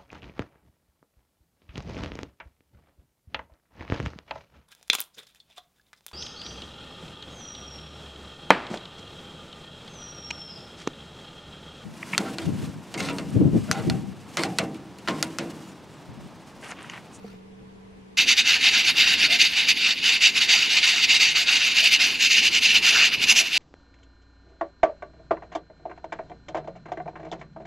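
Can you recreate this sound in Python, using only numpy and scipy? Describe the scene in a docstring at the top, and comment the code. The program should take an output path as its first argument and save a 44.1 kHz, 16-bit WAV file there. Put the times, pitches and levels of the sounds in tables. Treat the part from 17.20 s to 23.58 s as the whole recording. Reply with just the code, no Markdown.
"""First a near-quiet room: an appliance hum, a soft knock of a hand on a lid, and a rustle as it slides off.
Then the scene changes: a rice cooker vents, its weighted valve rocking and letting out steam in uneven puffs,
about ten a second. The steam is noise shaped by valve flow, vent resonances and short echoes. Under it water
rumbles and gurgles (shaped noise), and late on a thin tone (a wavering sine) sounds. Hum and knock are steady
and decaying sines."""
import sys
import numpy as np
from scipy import signal
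from scipy.fft import rfft, irfft, next_fast_len
from scipy.io import wavfile
from scipy.ndimage import uniform_filter1d, minimum_filter1d, map_coordinates

SR = 44100
rng = np.random.default_rng(int(sys.argv[2]) if len(sys.argv) > 2 else 0)


def inscribe(sig):
    """Save sig as 16-bit PCM at rate SR to the path in sys.argv[1].

    A 1-D sig is mono; a 2-D sig holds one channel per row.
    Samples are clipped to [-1, 1] before scaling.
    """
    pcm = np.round(np.clip(np.atleast_2d(sig).T, -1, 1) * 32767)
    wavfile.write(sys.argv[1], SR, pcm.astype(np.int16))


N = 281313


def amp(db):
    """Decibels to gain."""
    return 10 ** (np.asarray(db) / 20)


def unit(x):
    """Scale to rms 1."""
    return x / np.sqrt(np.mean(x ** 2) + 1e-20)


def along(points, hz):
    """Read (frequency, value) points on a log frequency axis."""
    f, v = np.transpose(points)
    return np.interp(np.log(hz + 1), np.log(f + 1), v)


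def curves(rows):
    """Draw one value per sample for each column after the time."""
    s, *columns = np.transpose(rows)
    return [np.interp(np.arange(N) / SR, s, column) for column in columns]


def wobble(rate):
    """A smooth random curve, rate knots a second."""
    knots = rng.standard_normal(int(N * rate / SR) + 4)
    return map_coordinates(knots, [np.arange(N) * rate / SR])


def filtered(x, response):
    """Multiply the spectrum of x by a response of frequency, zero-padded against wrap-around."""
    m = next_fast_len(N + SR // 2)
    return irfft(rfft(x, m) * response(np.fft.rfftfreq(m, 1 / SR)), m)[..., :N]


def rush(spectrum, alike, patchy_db):
    """Turbulence: coloured stereo noise of rms 1 whose gain varies in random time-frequency patches."""
    z = signal.stft(rng.standard_normal((2, N)), nperseg=512)[2]
    field = rng.standard_normal(z.shape[1:])
    field = uniform_filter1d(uniform_filter1d(field, size=6, axis=0), size=6, axis=1)
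    pair = signal.istft(z * amp(patchy_db * unit(field)), nperseg=512)[1][:, :N]

    def mid_side(hz):
        # this angle gives left and right the wanted correlation
        turn = np.arccos(np.clip(along(alike, hz), -1, 1)) / 2
        return amp(along(spectrum, hz)) * [np.cos(turn), np.sin(turn)]

    mid, side = filtered(pair, mid_side)
    return unit(np.array([mid + side, mid - side]))


# colour of the room air: (frequency [Hz], relative density [dB per Hz])
ROOM_COLOUR = [(25, -12), (141, -10.5), (192, -11), (260, -10), (445, -10), (620, -19.5), (980, -17.5),
               (1250, -25.5), (2500, -27.5), (11700, -48.5), (13000, -70)]
# stereo width of the room air: (frequency [Hz], left-right correlation [-1 to 1])
ROOM_WIDTH = [(40, .99), (130, 0.54), (290, -0.51), (950, -0.37), (3770, .05)]
ROOM_DB = -50
# appliance hum, before its drift and balance: (frequency [Hz], level [dB])
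HUM_TONES = [(118, -64.5), (192, -50), (436, -59), (463, -66)]
# a hand meets the lid: (time [s], level [dB])
KNOCKS = [(.043, -30.5), (.135, -40.5)]
# ringing modes of the lid: (frequency [Hz], relative level [dB], 60 dB decay time [s])
LID_MODES = [(206, 1.5, 0.071), (456, 4, 0.049), (720, -2, 0.036)]
# the hand slides off: (time [s], level [dB])
RUSTLE_LEVEL = [(0, -63), (.06, -54.5), (.14, -59), (.24, -78)]
# colour of skin on the lid: (frequency [Hz], relative density [dB per Hz])
SKIN_COLOUR = [(500, -12), (1000, 0), (4000, -8), (15500, -26)]


def quiet_room():
    """Noise for room air, sinking sines for hum, decaying lid modes for the knock, noise for the rustle."""
    t = np.arange(N) / SR
    hum = np.zeros(N)
    for hz, db in HUM_TONES:
        level_db = db + 4.5 - 4.0 * t + 0.61 * wobble(15)  # sinks 4 dB a second
        hum += amp(level_db) * np.sin(2 * np.pi * hz * t + 0.83 * wobble(8.9))
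    knock = np.zeros(N)
    for s, db in KNOCKS:
        u = np.maximum(t - s, 0)
        ring = sum(amp(level - 60 * u / t60) * np.sin(2 * np.pi * hz * u) for hz, level, t60 in LID_MODES)
        knock += amp(db) * ring * (1 - np.exp(-u / 0.0036))  # soft 3.6 ms onset
    rustle_gain = amp(curves(RUSTLE_LEVEL)[0] + 1.8 * wobble(154))
    rustle = rustle_gain * rush(SKIN_COLOUR, [(1000, 0.68)], patchy_db=3.5)
    air = amp(ROOM_DB) * rush(ROOM_COLOUR, ROOM_WIDTH, patchy_db=1.1)
    balance = amp([[-.3], [.3]])  # slightly to the right
    return air + (hum + knock) * balance + rustle


# puffs of flow: (valve lifts [s], valve drops [s], mean level [dB], swell from lift to drop [dB])
VALVE_PUFFS = [(0.959, 1.047, -17, -9), (1.077, 1.133, -13.5, 2), (1.179, 1.213, -11.5, -4),
               (1.263, 1.373, -16.5, -4), (1.402, 1.496, -17.5, 7), (1.508, 1.619, -18, 3.5),
               (1.638, 1.71, -16.5, 8), (1.768, 1.848, -16.0, 0), (1.859, 1.955, -17, 1),
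               (1.98, 2.066, -16, 6.5), (2.104, 2.17, -16, -2), (2.202, 2.226, -9, 2),
               (2.244, 2.266, -11.0, -0.5), (2.266, 2.346, -26.5, 1), (2.363, 2.46, -21.0, -9.5),
               (2.488, 2.52, -10, -3.5), (2.572, 2.593, -16.5, -2.5), (2.586, 2.729, -21.5, 9),
               (2.776, 2.794, -25, 0), (2.836, 2.909, -15, 0.5), (2.925, 2.973, -16, -6),
               (3.016, 3.096, -14.5, -2.5), (3.149, 3.187, -16.5, 6.5), (3.209, 3.261, -19.0, -3),
               (3.289, 3.478, -18.5, -6.5), (3.496, 3.607, -18.5, -3), (3.627, 3.83, -19.5, -9.5),
               (3.827, 3.853, -12, 2), (3.882, 3.979, -17, 1.5), (4.001, 4.093, -16.5, -3.5),
               (4.111, 4.132, -18, -3.0), (4.16, 4.243, -17.5, -5.5), (4.269, 4.385, -18.0, 3),
               (4.383, 4.487, -20, 9), (4.497, 4.536, -20, -1), (4.537, 4.614, -17, 10),
               (4.63, 4.695, -15.5, -1.5), (4.723, 4.765, -12.0, -5), (4.803, 4.975, -22, -17),
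               (4.999, 5.082, -17.5, 1.5), (5.106, 5.157, -14.0, -2), (5.167, 5.2, -13, -0.5),
               (5.206, 5.279, -18, 13), (5.306, 5.388, -18.5, 8.5), (5.42, 5.471, -14.0, 3.5),
               (5.483, 5.529, -15.5, -2), (5.537, 5.585, -14.5, -1.5), (5.628, 5.708, -15.5, 5.5),
               (5.714, 5.884, -17.0, 3.5), (5.929, 5.948, -13.5, 0), (6.011, 6.041, -14, 7.5),
               (6.082, 6.125, -12.5, 2), (6.166, 6.214, -12, -0.5), (6.253, 6.282, -23, -1),
               (6.31, 6.391, -19.5, 13)]
# slow colour of the steam: (time [s], treble level [dB], low blowing level [dB])
STEAM_COLOUR = [(1.0, 2, -2.5), (1.4, -0.8, 1.5), (2.0, -1.5, 1.1), (2.7, -2, -2.5), (3.2, 1.4, 0),
                (3.7, 1.4, -3.3), (4.2, 0.7, 3), (4.6, 0.6, -1.5), (5.0, 2, -3.5), (5.5, -0.3, -1.5),
                (5.7, 1.8, 4.5), (5.95, -3, -1), (6.15, 7, 3), (6.38, -0.5, -1.7)]
LEAK_DB = -32  # flow that slips past the seated valve
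RISE_MS, FALL_MS = 8.6, 8  # time constants of the valve's S-shaped lift and drop
LOW_DB_PER_S, USUAL_STAY_S = 26.5, 0.082  # low breath gained per second open beyond the usual stay


def valve():
    """The weight lifts and drops: flow in dB, with treble and low colour; longer puffs breathe lower."""
    t = np.arange(0, N, 32) / SR
    lift, drop, level_db, swell_db = np.transpose(VALVE_PUFFS)[:, :, None]
    stay = drop - lift

    def edge(s, ms):
        return .5 + .5 * np.tanh(500 * s / ms)

    level_db = level_db + swell_db * (np.clip((t - lift) / stay, 0, 1) - .5)
    power = (amp(level_db) * edge(t - lift, RISE_MS) * edge(drop - t, FALL_MS)) ** 2
    total = power.sum(0) + amp(LEAK_DB) ** 2
    # overlapping puffs share the low breath by their power
    breath_db = (power * LOW_DB_PER_S * (stay - USUAL_STAY_S)).sum(0) / total
    flow_db, breath_db = curves(np.transpose([t, 10 * np.log10(total), breath_db]))
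    bright_db, low_db = curves(STEAM_COLOUR)
    return flow_db, bright_db, low_db + breath_db


# core of the jet: (frequency [Hz], relative density [dB per Hz])
JET_COLOUR = [(500, -100), (1740, -18), (2750, 2.5), (3260, -6), (4490, -5), (5600, -16), (9000, -120)]
# fine turbulence of the jet: (frequency [Hz], relative density [dB per Hz])
FIZZ_COLOUR = [(2000, -100), (5000, -2), (6160, -2), (6900, -7), (8500, -20.5), (14000, -120)]
# thin top of the jet: (frequency [Hz], relative density [dB per Hz])
AIR_COLOUR = [(4000, -92), (8700, -2), (9900, -2), (11400, -7), (12500, -2), (13600, -4.5), (14300, -16),
              (15600, -34)]
# low blowing of the jet: (frequency [Hz], relative density [dB per Hz])
BLOW_COLOUR = [(250, -99), (680, -9), (1170, -11.5), (1500, -2), (1900, 0.5), (4000, -100)]
# stereo width of the jet: (frequency [Hz], left-right correlation [-1 to 1])
JET_WIDTH = [(380, 0.97), (950, .999), (2380, 0.99), (5980, 1), (15000, 0.81)]
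# change in the thin top: (time [s], level [dB])
TOP_LEVEL = [(1, 0.5), (2.3, 4), (3.5, -2), (4.4, 0), (5.1, 0.5), (5.6, 1.3), (6.38, 2)]
# vent pipe and cap, peaks and dips: (centre [Hz], width [Hz], gain from below [dB], gain from above the lid [dB])
VENT_RESONANCES = [(2100, 96, 10, 1), (2146, 25, -1.5, 3.5), (2360, 110, 1.9, 5), (2770, 660, 0, 2.5),
                   (3285, 180, -4.5, -7), (3510, 80, 4, 5), (3790, 150, 4.5, -8.5), (4140, 150, -6.5, 1.5),
                   (4634, 280, 4.5, -3.5), (4900, 120, -5.5, 6), (5430, 300, -5, -5.5), (6110, 100, -1, 4)]
# phase between the sides: (frequency [Hz], left ahead of right [rad])
PORT_PHASE = [(1500, -0.055), (13000, -0.62)]
# the listening point rises over the lid: (time [s], share heard from above [0 to 1])
VIEW_FROM_ABOVE = [(4.0, 0.05), (5.3, 0.66)]


def steam():
    """The jet hisses through the vent's resonances; more flow makes it brighter, droplets make it sputter."""
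    flow_db, bright_db, low_db = valve()
    swing_db = flow_db + 18.5  # flow against an ordinary puff
    sputter_db = 1.12 * wobble(45) + 1.12 * wobble(260)

    core = amp(flow_db + sputter_db - 1.32) * rush(JET_COLOUR, JET_WIDTH, patchy_db=1.0)

    fizz_db = -30 + 1.27 * swing_db + bright_db + 1.2 * sputter_db
    fizz = amp(fizz_db) * rush(FIZZ_COLOUR, JET_WIDTH, patchy_db=2.5)

    # the thin top never falls silent, even between puffs
    thin = np.hypot(amp(-46 + swing_db + 1.2 * bright_db), amp(-63.0))
    flicker = amp(curves(TOP_LEVEL)[0] + 1.5 * wobble(200))
    air = thin * flicker * rush(AIR_COLOUR, JET_WIDTH, patchy_db=4.0)

    blow_db = -35.5 + 0.85 * swing_db + low_db + 0.49 * sputter_db
    blow = amp(blow_db) * rush(BLOW_COLOUR, JET_WIDTH, patchy_db=3.0)

    def vent(hz, k):
        ports = np.exp(.5j * along(PORT_PHASE, hz) * [[1], [-1]])
        gain_db = sum(db[k] / (1 + (2 * (hz - c) / w) ** 2) for c, w, *db in VENT_RESONANCES)
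        return ports * amp(gain_db)

    jet = core + fizz + air + blow
    below, above = (filtered(jet, lambda hz: vent(hz, k)) for k in range(2))
    heard = below + curves(VIEW_FROM_ABOVE)[0] * (above - below)
    return walls(heard) * amp([[-.27], [.27]])  # slightly to the right


# reflections from counter and walls: (mean delay [ms], level [dB])
WALL_ECHOES = [(2.7, -30.5), (4.9, -19.5), (8.3, -17), (13.1, -19)]


def walls(x):
    """Short echoes with slowly drifting delays comb the spectrum into fine ripples that shift."""
    out = x.copy()
    for ms, db in WALL_ECHOES:
        late = np.arange(N) - (ms + 0.1 * wobble(1.072)) * SR / 1000
        out += amp(db) * np.array([map_coordinates(side, [late]) for side in x])
    return out


# water boiling in the pot, before a 1 dB lift: (time [s], level [dB])
BOIL_LEVEL = [(.97, -42.5), (1.2, -48), (2.08, -43), (2.35, -47.5), (5.05, -47), (5.75, -44), (6.05, -43.5),
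              (6.38, -49.5)]
# colour of the boil: (frequency [Hz], relative density [dB per Hz])
POT_COLOUR = [(15, -40), (30, -13), (60, -5), (124, -7.5), (236, 2.5), (334, -2.5), (508, -7), (600, -12),
              (1100, -11.5), (2200, -82)]
# stereo width of the boil: (frequency [Hz], left-right correlation [-1 to 1])
POT_WIDTH = [(60, .997), (170, .95), (500, .76)]
# water in the vent: (time [s], level [dB])
GURGLE_BURSTS = [(2.12, -40.5), (4.64, -43), (4.83, -42.5), (6.2, -39.5)]
# a thin tone near the cooker: (time [s], level [dB])
DRONE_LEVEL = [(5.0, -60), (5.3, -50.5), (5.75, -48), (6.38, -57)]
DRONE_HZ = 436  # centre of its wavering pitch


def pot():
    """Boiling rumbles in the pot, water gurgles in the vent in bursts, and a thin wavering sine lies on top."""
    t = np.arange(N) / SR
    rumble = amp(curves(BOIL_LEVEL)[0] + 1.0 + 1.0 * wobble(10)) * rush(POT_COLOUR, POT_WIDTH, patchy_db=1.2)
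    bursts = sum(amp(db) * np.exp(-((t - s) / 0.045) ** 2) for s, db in GURGLE_BURSTS)
    gurgle_colour = [(400, -15), (520, -11.5), (720, 2), (1300, -66)]  # (frequency [Hz], density [dB per Hz])
    gurgle = bursts * rush(gurgle_colour, JET_WIDTH, patchy_db=0.5)
    phase = 2 * np.pi * np.cumsum(DRONE_HZ + 1.4 * wobble(5)) / SR
    drone = amp(curves(DRONE_LEVEL)[0] + 2.2 * wobble(7)) * np.sin(phase + [[0], [1.2]])
    return rumble + gurgle + drone


VENTING_S = .9735  # midpoint of the crossfade


def scene():
    """The quiet room crossfades to the venting cooker within 9 ms."""
    venting = np.clip((np.arange(N) / SR - VENTING_S) / .009 + .5, 0, 1)
    return (1 - venting) * quiet_room() + venting * (steam() + pot())


# narrow treble dip of the microphone: (centre [Hz], width [Hz], gain [dB])
TREBLE_DIP = (12980, 220, -14)
CEILING = .78  # limiter ceiling ahead of the filter, share of full scale
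TOP_HZ = 15680  # band limit


def record(dry):
    """A limiter turns down the loudest peaks; the microphone has a narrow treble dip and a band limit."""
    needed = np.minimum(1, CEILING / (np.abs(dry).max(0) + 1e-9))
    gain = uniform_filter1d(minimum_filter1d(needed, size=257), size=129)  # hold, then smooth
    centre, width, db = TREBLE_DIP

    def microphone(hz):
        dip = amp(db / (1 + (2 * (hz - centre) / width) ** 2))
        return dip * (hz < TOP_HZ)

    return filtered(dry * gain, microphone)


dry = scene()
out = record(dry)
inscribe(out)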